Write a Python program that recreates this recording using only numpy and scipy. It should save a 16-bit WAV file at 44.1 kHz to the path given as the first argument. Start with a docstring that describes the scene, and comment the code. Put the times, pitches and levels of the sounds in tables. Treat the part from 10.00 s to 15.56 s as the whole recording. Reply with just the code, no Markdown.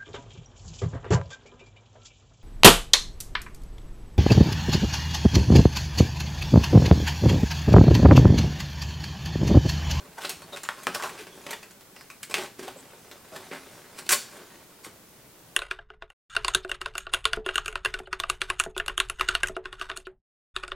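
"""A stiff layered mould is peeled off a car dashboard in a small garage, over a faint rumble and hiss.
At first soft bumps, fine crackle and squeaks surround clicks that are strongest within the first second.
Sparser clicks, creaks and crackle follow, with a short flurry at 2.3 s; loud splintering cracks come
near 4.1 s, then quiet handling with two last soft bumps. Cracks and tears are shaped pulses with noisy
rattles, peeling is coloured noise and slips, squeaks are unsteady tones, and bumps are fading low swings."""
import sys
import numpy as np
from scipy import signal
from scipy.fft import rfft, irfft
from scipy.io import wavfile
from scipy.ndimage import uniform_filter1d

SR = 44100
rng = np.random.default_rng(int(sys.argv[2]) if len(sys.argv) > 2 else 0)


def int16_out(signal):
    """Quantize to a 16-bit WAV file."""
    q = np.round(np.clip(np.atleast_2d(signal).T, -1, 1) * 32767)
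    wavfile.write(sys.argv[1], SR, q.astype(np.int16))


N = 245195  # length in samples


def cracks(scatter_db=2.5, direct_db=-2.2, run_up_db=-2):
    """Snapping fibres swell up to one sharp pulse; the shell and the surfaces near it rattle after."""
    # single breaks of the bond: start_s, strength_db (relative), pitch_hz,
    # knock_db, snap_db, tick_db (all relative to the strength),
    # clean_share (0-1, limited below: share of the power in one direct pulse)
    breaks = [(0.1824, 2, 1270, -14, -8, -18, 0.063), (0.2309, -2, 1400, -8, -9, -17, 0.024),
              (0.2467, 6.5, 1790, -3, -9, -22, 0.5), (0.25, -9, 1440, -9, 15.5, -0.5, 0.13),
              (0.2944, -4.5, 1940, 3.5, 1.5, 6.5, 0.21), (0.3009, -6, 1820, -4, 5, -3.5, .2),
              (0.4205, -2, 1210, -9, -10, -17.5, 0.17), (0.5623, -1, 1670, -22, -1, -12, 0.4),
              (0.572, -6.5, 1430, -5, -3, -5.5, 0.35), (0.634, 0.5, 1350, -16, -12, -6, 0.24),
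              (0.689, 14.5, 1430, -15.5, -5, -22.5, 0.74), (0.8339, -13, 1620, -8, -6, 1.5, .15),
              (0.8697, 19, 1520, -9.5, -8.5, -21, 0.7), (0.9484, 8.5, 1230, -6.5, -3.5, -8, 0.11),
              (0.9581, 10, 1360, -9, -17, -30, 0.74), (0.999, 6.5, 1440, -19, -17, -23, .25),
              (1.0246, 8, 1610, -13.5, -7.5, -16, 0.63), (1.0358, 3.5, 1340, -6, -4, -12.5, .08),
              (1.0938, 0.5, 1530, -9, -9, -13.5, .2), (1.2696, -12, 2300, 9, 0, -8, 0.46),
              (1.466, -3.5, 1500, 5, 4, -10, .3), (1.5088, 3.5, 1980, -12, -11, -6, 0.24),
              (1.5318, 1, 2200, -7, -1, -12, 0.058), (1.6298, -10.5, 2400, -4, -6, -7, 0.16),
              (1.7097, -16.5, 1540, -10, -5, -4, .1), (1.8098, -19.5, 1650, 1, -3, -2, 0.6),
              (1.964, -9, 2380, -9, -10, -14, 0.51), (2.0104, -7.5, 1880, -29, -10, -13.5, 0.52),
              (2.102, -6.5, 2080, -10.5, -11, -9.5, 0.17), (2.231, -0.5, 2040, -32, -4.5, -4.5, .18),
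              (2.298, -8, 1630, 5, -8, -6, 0.18), (2.3111, -3, 1720, 6, 1, -7, 0.11),
              (2.342, 14, 2220, -11, -2, -11, 0.67), (2.3512, -3.5, 1820, 4.5, -2, -7, 0.078),
              (2.382, 2.5, 1620, 1.5, -8, -13, 0.16), (2.594, -8, 1150, 6.5, -2, -6.5, 0.052),
              (2.68, 1.5, 1120, -1, -4.5, -15, 0.11), (2.7643, -21, 1380, 20, -8, -12, 0.44),
              (3.114, -8.5, 1630, 1, 2, -7.5, 0.23), (3.363, -9.5, 1450, -2, 5, -4.5, .02),
              (3.5142, -1.5, 1700, -0.5, 1, -26, 0.15), (3.9885, -3, 1450, -8, -5, -5, .02),
              (4.0645, -17, 1580, 8, 5, 0.5, .05), (4.0919, 10, 1750, -13, -1, 2, 0.3),
              (4.107, 10, 1620, -13.5, -4.5, -1.5, 0.13), (4.119, 11.5, 1800, -12.5, -21, 1, 0.38),
              (4.1226, 10, 1930, -14, -11, 3, 0.035), (4.1284, 7, 1740, -16, -1, 0.5, 0.11),
              (4.131, 8, 1500, -2, 4.5, 0.5, 0.045), (4.8467, -7, 1790, -18, -5, -4.5, 0.049),
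              (4.864, -6, 1540, 6.5, -2, -13, 0.23)]
    # the less clean a crack, the longer its fibres give way before it
    shortest_run_up_s, extra_run_up_s, clean_scale = 0.00057, 0.014, 0.077
    direct, rattle = np.zeros(N), np.zeros(N)
    t = np.arange(-SR // 50, SR // 8) / SR  # seconds around the break
    decay = rattle_decay(t)
    for start_s, strength_db, pitch_hz, knock_db, snap_db, tick_db, clean_share in breaks:
        pulse = crack_pulse(strength_db, pitch_hz, knock_db, snap_db, tick_db)
        share = np.clip(clean_share, .01, .7)
        run_up_s = shortest_run_up_s + extra_run_up_s * np.exp(-share / clean_scale)
        swell = amp(run_up_db) * np.exp(-abs(t) / run_up_s)
        paths = echo_paths(t) * np.where(t < 0, swell, decay)
        paths /= np.linalg.norm(paths[t >= 0])
        add(direct, start_s, np.sqrt(share) * pulse)
        add(rattle, start_s + t[0], np.sqrt(1 - share) * signal.fftconvolve(paths, pulse))
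    return amp(direct_db) * disperse(direct) + amp(scatter_db) * panel(rattle)


def crack_pulse(strength_db, pitch_hz, knock_db, snap_db, tick_db,
                spread=1.19, sub_db=-24, low_db=-4, air_db=-5, top_db=-11):
    """The pulse of one break: a low knock, a broad hump at its pitch, a snap and a bright edge."""
    # the snap lies higher under a brighter tick: 0.12 octave per dB
    snap_hz = max(4240 * 2 ** (0.12 * tick_db), pitch_hz * spread ** 2)
    low = [(60, knock_db + sub_db), (180, knock_db + low_db), (390, knock_db)]
    hump = [(pitch_hz / spread, 0), (pitch_hz * spread, 0), (snap_hz, snap_db)]
    edge = [(6500, tick_db), (8600, tick_db), (10500, tick_db + air_db), (16000, tick_db + top_db)]
    return amp(strength_db) * causal(sorted(low + hump + edge))


def echo_paths(t, lumpy_db=2.0, uneven_db=3.0):
    """Every break lies at another place: its echoes arrive in other clumps and favour other pitches."""
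    clumps = unit(uniform_filter1d(rng.standard_normal(len(t)), size=40))
    paths = rfft(rng.standard_normal(len(t)) * amp(lumpy_db * clumps))
    favour = unit(uniform_filter1d(rng.standard_normal(len(paths)), size=50))
    return irfft(paths * amp(uneven_db * favour), len(t))


def rattle_decay(t, scatter_t60_s=.13, near_t60_s=.035, near_db=-2):
    """The room's first echoes and the shell's own brief ring each fade by 60 dB in their t60."""
    return amp(-60 * abs(t) / scatter_t60_s) + amp(near_db - 60 * abs(t) / near_t60_s)


def disperse(x):
    """Bending waves cross the shell faster at high pitch, so a pulse swings both ways."""
    lag = .45  # all-pass filter: delays low pitches more, changes no level
    return signal.lfilter([-lag, 1], [1, -lag], x)


def panel(x, broad_db=-2):
    """The hollow panels pass everything and ring on at their resonances."""
    # resonances of the dashboard and the shell: centre_hz, width_hz, level_db (over the broad response)
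    resonances = [(163, 15, 3), (392, 24, 7), (584, 20, 4), (793, 57, -4), (1080, 25, 4), (1525, 56, -4),
                  (2010, 45, -7.5), (2500, 220, -11)]
    out = amp(broad_db) * x
    for centre_hz, width_hz, level_db in resonances:
        ringing = signal.lfilter(*signal.iirpeak(centre_hz, centre_hz / width_hz, SR), x)
        out = out + amp(level_db + broad_db) * ringing
    return out


def tears(level_db=2.0, smear=1.8, smear_t60_s=0.11):
    """The bond lets go as a swarm of small breaks at random moments, each with its own short rattle."""
    # runs of crackle where the bond tears or the shell scrapes: start_s, length_s,
    # strength_db (relative, whole run), pitch_hz, knock_db, snap_db, tick_db (relative to the strength)
    runs = [(0.0, 0.037, -11.5, 1300, 6, -10, -15), (0.195, 0.19, 0.5, 1550, -4.5, 3, -5),
            (0.522, 0.072, 0, 1200, -3.5, -10, -13), (0.65, 0.022, -5, 1450, -13, 1, -13),
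            (0.775, 0.035, -4, 1350, -16, -11, -17), (1.031, 0.059, 9.5, 1380, -7.5, -12.5, -18.5),
            (1.175, 0.081, -2.5, 2440, -7.5, -3, -9.5), (1.33, 0.16, -20, 1390, 18, -11, -3),
            (1.485, 0.047, -7, 2020, 5.5, 3, -11), (2.335, 0.16, 5.5, 1550, 1.5, -2, -8.5),
            (2.6, 0.15, -3.5, 1100, 2.5, -1, -8), (3.315, 0.14, -1.5, 1140, 3.5, -7.5, -11.5),
            (3.518, 0.072, 3, 1600, -9, -3, -16.5), (3.7, 0.18, -16, 1200, 11.5, -6, -3),
            (4.31, 0.09, -11.5, 1430, 0, -2, -13)]
    slips_per_s, slip_spread_db = 460, 4.0
    skew = 0.48  # a run swells quickly and dies away more slowly
    out = np.zeros(N)
    keep = amp(-60 / (smear_t60_s * SR)) ** 2  # power left after one sample
    for start_s, length_s, *tone in runs:
        chance = rng.random(SR // 3)
        size, echoes = rng.standard_normal((2, SR // 3))
        progress = np.minimum(np.arange(len(size)) / (length_s * SR), 1)
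        swell = np.sin(np.pi * progress ** skew)
        slips = (chance < slips_per_s / SR) * amp(slip_spread_db * size) * swell
        rattle_power = signal.lfilter([1 - keep], [1, -keep], slips ** 2)
        rattle = smear * np.sqrt(rattle_power) * echoes
        swarm = slips * rng.choice([-1, 1], len(slips)) + rattle
        swarm = swarm / (np.linalg.norm(swarm) + 1e-12)
        add(out, start_s, signal.fftconvolve(swarm, crack_pulse(*tone)))
    return amp(level_db) * panel(disperse(out))


def peeling(rub_db=-46, fizz_db=-49, ring=0.29):
    """The shell rubs dully, stirring the panels, while fine bond threads snap; both follow the effort."""
    # how hard the shell is pulled and handled: time_s, effort_db (relative)
    pull = [(0.0, -9.5), (0.4, -9.5), (0.83, -4.5), (1.07, 2.5), (1.24, -11), (1.5, -3.5), (1.76, -18.5),
            (2.03, -13.5), (2.53, -16), (2.67, -8.5), (3.2, -11.5), (3.45, -5.5), (4.0, -8.5), (4.35, -4.5),
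            (4.62, -12), (5.2, -17.5), (5.55, -16)]
    # colour of the dull rubbing: pitch_hz, level_db (relative, per Hz)
    rub_colour = [(60, -26), (150, -5.5), (380, 1), (700, -1.5), (1400, -3), (2400, -8.5), (4000, -13),
                  (9000, -29)]
    # colour of the snapping threads: pitch_hz, level_db (relative, per Hz)
    fizz_colour = [(500, -21), (2200, -1.5), (5000, 0), (9000, -1), (16000, -15)]
    fizz_growth = 1.24  # dB of fine crackle for each dB of effort
    effort_db = np.interp(np.arange(N) / SR, *np.transpose(pull))
    slips = colour(grains(per_s=410, spread_db=3.5, smear_t60_s=0.078, smear=1.85), rub_colour)
    rub = wandering(slips + ring * panel(slips), patchy_db=1.5)
    threads = colour(grains(per_s=710, spread_db=2.0, smear_t60_s=0.094, smear=2.5), fizz_colour)
    fizz = wandering(threads, patchy_db=4.0)
    return amp(rub_db + effort_db) * rub + amp(fizz_db + fizz_growth * effort_db) * fizz


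def grains(per_s, spread_db, smear_t60_s, smear):
    """Tiny slips at random moments, a few much larger than the rest, each with its own short rattle."""
    size = amp(spread_db * np.minimum(rng.exponential(1, N), 4))
    train = size * rng.choice([-1, 1], N) * (rng.random(N) < per_s / SR)
    keep = amp(-60 / (smear_t60_s * SR)) ** 2  # power left after one sample
    power = signal.lfilter([1 - keep], [1, -keep], train ** 2)
    return unit(train + smear * np.sqrt(power) * rng.standard_normal(N))


def wandering(x, patchy_db):
    """The point of contact moves, so different pitches stand out from moment to moment."""
    z = signal.stft(x, nperseg=1024, noverlap=768)[2]
    patches = uniform_filter1d(rng.standard_normal(z.shape), size=7, axis=0)  # blurred over pitch
    patches = uniform_filter1d(patches, size=8, axis=1)  # and over time
    patchy = z * amp(patchy_db * unit(patches))
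    return unit(signal.istft(patchy, nperseg=1024, noverlap=768)[1][:N])


def squeaks():
    """Uneven stick-slip gives a brief fuzzy tone whose pitch changes every couple of cycles."""
    # squeaks and creaks of the shell on the plastic and in the hands:
    # start_s, length_s, pitch_hz, level_db, jitter (pitch wander as a share of the pitch)
    chirps = [(0.42, 0.029, 4420, -56, .05), (0.522, 0.035, 3720, -43, 0.052),
              (0.529, 0.033, 567, -46, 0.15), (1.185, 0.053, 386, -47.5, 0.16),
              (1.946, 0.099, 5030, -59, 0.095), (2.357, 0.056, 403, -39, 0.081),
              (2.595, 0.13, 390, -47.5, 0.1), (2.68, 0.012, 780, -39, 0.029),
              (2.758, 0.017, 496, -47.5, 0.083), (2.761, 0.06, 7860, -56, 0.091),
              (3.315, 0.047, 623, -47.5, 0.12), (3.518, 0.037, 268, -51, 0.047),
              (4.315, .1, 404.6, -57.5, 0.185)]
    out = np.zeros(N)
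    for start_s, length_s, pitch_hz, level_db, jitter in chirps:
        wander = uniform_filter1d(rng.standard_normal(SR // 4), size=int(2 * SR / pitch_hz))
        wander = unit(wander)[:round(length_s * SR)]
        tone = np.sin(2 * np.pi * np.cumsum(pitch_hz * (1 + jitter * wander)) / SR)
        faded = tone * signal.windows.tukey(len(tone), .5)
        add(out, start_s, amp(level_db) * unit(faded))
    return out


def bumps(t60_s=0.14, rise_s=0.0013):
    """A soft push starts one low, damped swing."""
    # soft bumps of the body and the work against the bench: start_s, pitch_hz, level_db (before the fade)
    pushes = [(0.084, 175, -48), (.33, 166, -45.5), (.36, 81.5, -46), (.435, 98, -52), (0.445, 167, -44.5),
              (0.891, 190, -39), (5.188, 127, -51), (5.482, 133, -49)]
    out, t = np.zeros(N), np.arange(SR // 4) / SR
    for start_s, pitch_hz, level_db in pushes:
        envelope = amp(level_db - 60 * t / t60_s) * (1 - np.exp(-t / rise_s))
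        add(out, start_s, envelope * np.sin(2 * np.pi * pitch_hz * t))
    return out


def garage(x):
    """One diffuse tail of the small, cluttered room, each band dying at its own speed."""
    # echo decay of the garage: pitch_hz, t60_s (time to fade by 60 dB)
    fade_times = [(150, 0.7), (500, 0.24), (1500, 0.32), (6000, 0.4), (10000, 0.27), (15000, 0.3)]
    hz, t, z = signal.stft(rng.standard_normal(SR // 2), SR, nperseg=256)
    build_up = 1 - np.exp(-t / 0.0022)
    fade = amp(-60 * t / read(fade_times, hz)[:, None])
    tail = signal.istft(z * build_up * fade, SR, nperseg=256)[1]
    return signal.fftconvolve(x, tail / np.linalg.norm(tail))[:N]


def noise(points, level_db):
    """Steady noise: random values given a spectrum, then set to an rms level."""
    spectrum = rfft(rng.standard_normal(N))
    shape = amp(read(points, np.fft.rfftfreq(N, 1 / SR)))
    return amp(level_db) * unit(irfft(spectrum * shape, N))


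def amp(db):
    """Decibels to gain."""
    return 10 ** (np.asarray(db) / 20)


def unit(x):
    """Scales to rms 1."""
    return x / np.sqrt(np.mean(x ** 2) + 1e-20)


def read(points, hz):
    """Reads a (Hz, value) table on a log-frequency axis."""
    f, value = np.transpose(points)
    return np.interp(np.log(hz + 1), np.log(f + 1), value)


def add(mix, start_s, sound):
    """Mixes a sound in at a time, cutting off what runs past the end."""
    part = mix[max(round(start_s * SR), 0):][:len(sound)]
    part += sound[:len(part)]


def causal(points, size=2048):
    """The pulse with a given (Hz, dB) spectrum whose energy comes as early as possible."""
    cepstrum = irfft(np.log(amp(read(points, np.fft.rfftfreq(size, 1 / SR)))))
    # folding the second half onto the first leaves nothing before the start
    cepstrum[1:size // 2] *= 2
    cepstrum[size // 2 + 1:] = 0
    return irfft(np.exp(rfft(cepstrum)))


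def colour(x, points):
    """Filters a signal with a (Hz, dB) spectrum."""
    return signal.oaconvolve(x, causal(points))[:len(x)]


def scene(room_db=-9):
    """Two closely spaced microphones hear the same room; each adds its own hiss."""
    # colour of the room tone: pitch_hz, level_db (relative, per Hz)
    hush_colour = [(25, -9), (60, -3.5), (130, 2.5), (300, 0.5), (550, -4), (1250, -13), (1440, -9.5),
                   (1650, -14.5), (3000, -20.5), (9000, -21), (16000, -66)]
    # colour of each microphone's self-noise: pitch_hz, level_db (relative, per Hz)
    hiss_colour = [(30, 1), (150, 4), (600, 4.5), (1500, -0.5), (6000, -1.2), (16000, 0)]
    hush_db, hiss_db = -58, -54
    # a low cut at the microphones thins the sounds of the work below 56 Hz
    low_cut = signal.butter(3, 56, "highpass", fs=SR, output="sos")
    work = signal.sosfilt(low_cut, cracks() + tears() + peeling() + squeaks() + bumps())
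    room = work + amp(room_db) * garage(work) + noise(hush_colour, hush_db)
    return np.array([room + noise(hiss_colour, hiss_db), room + noise(hiss_colour, hiss_db)])


def record(dry):
    """The very highest peaks are rounded off; then a steep filter removes the top treble."""
    knee, headroom = .6, .25  # rounding starts at the knee and adds at most the headroom
    over = np.maximum(abs(dry) - knee, 0)
    rounded = dry - np.sign(dry) * (over - headroom * np.tanh(over / headroom))
    edge = signal.firwin(401, 16100, window=("kaiser", 8), fs=SR)  # cutoff in Hz
    return signal.oaconvolve(rounded, edge[None], "same")


dry = scene()
out = record(dry)
int16_out(out)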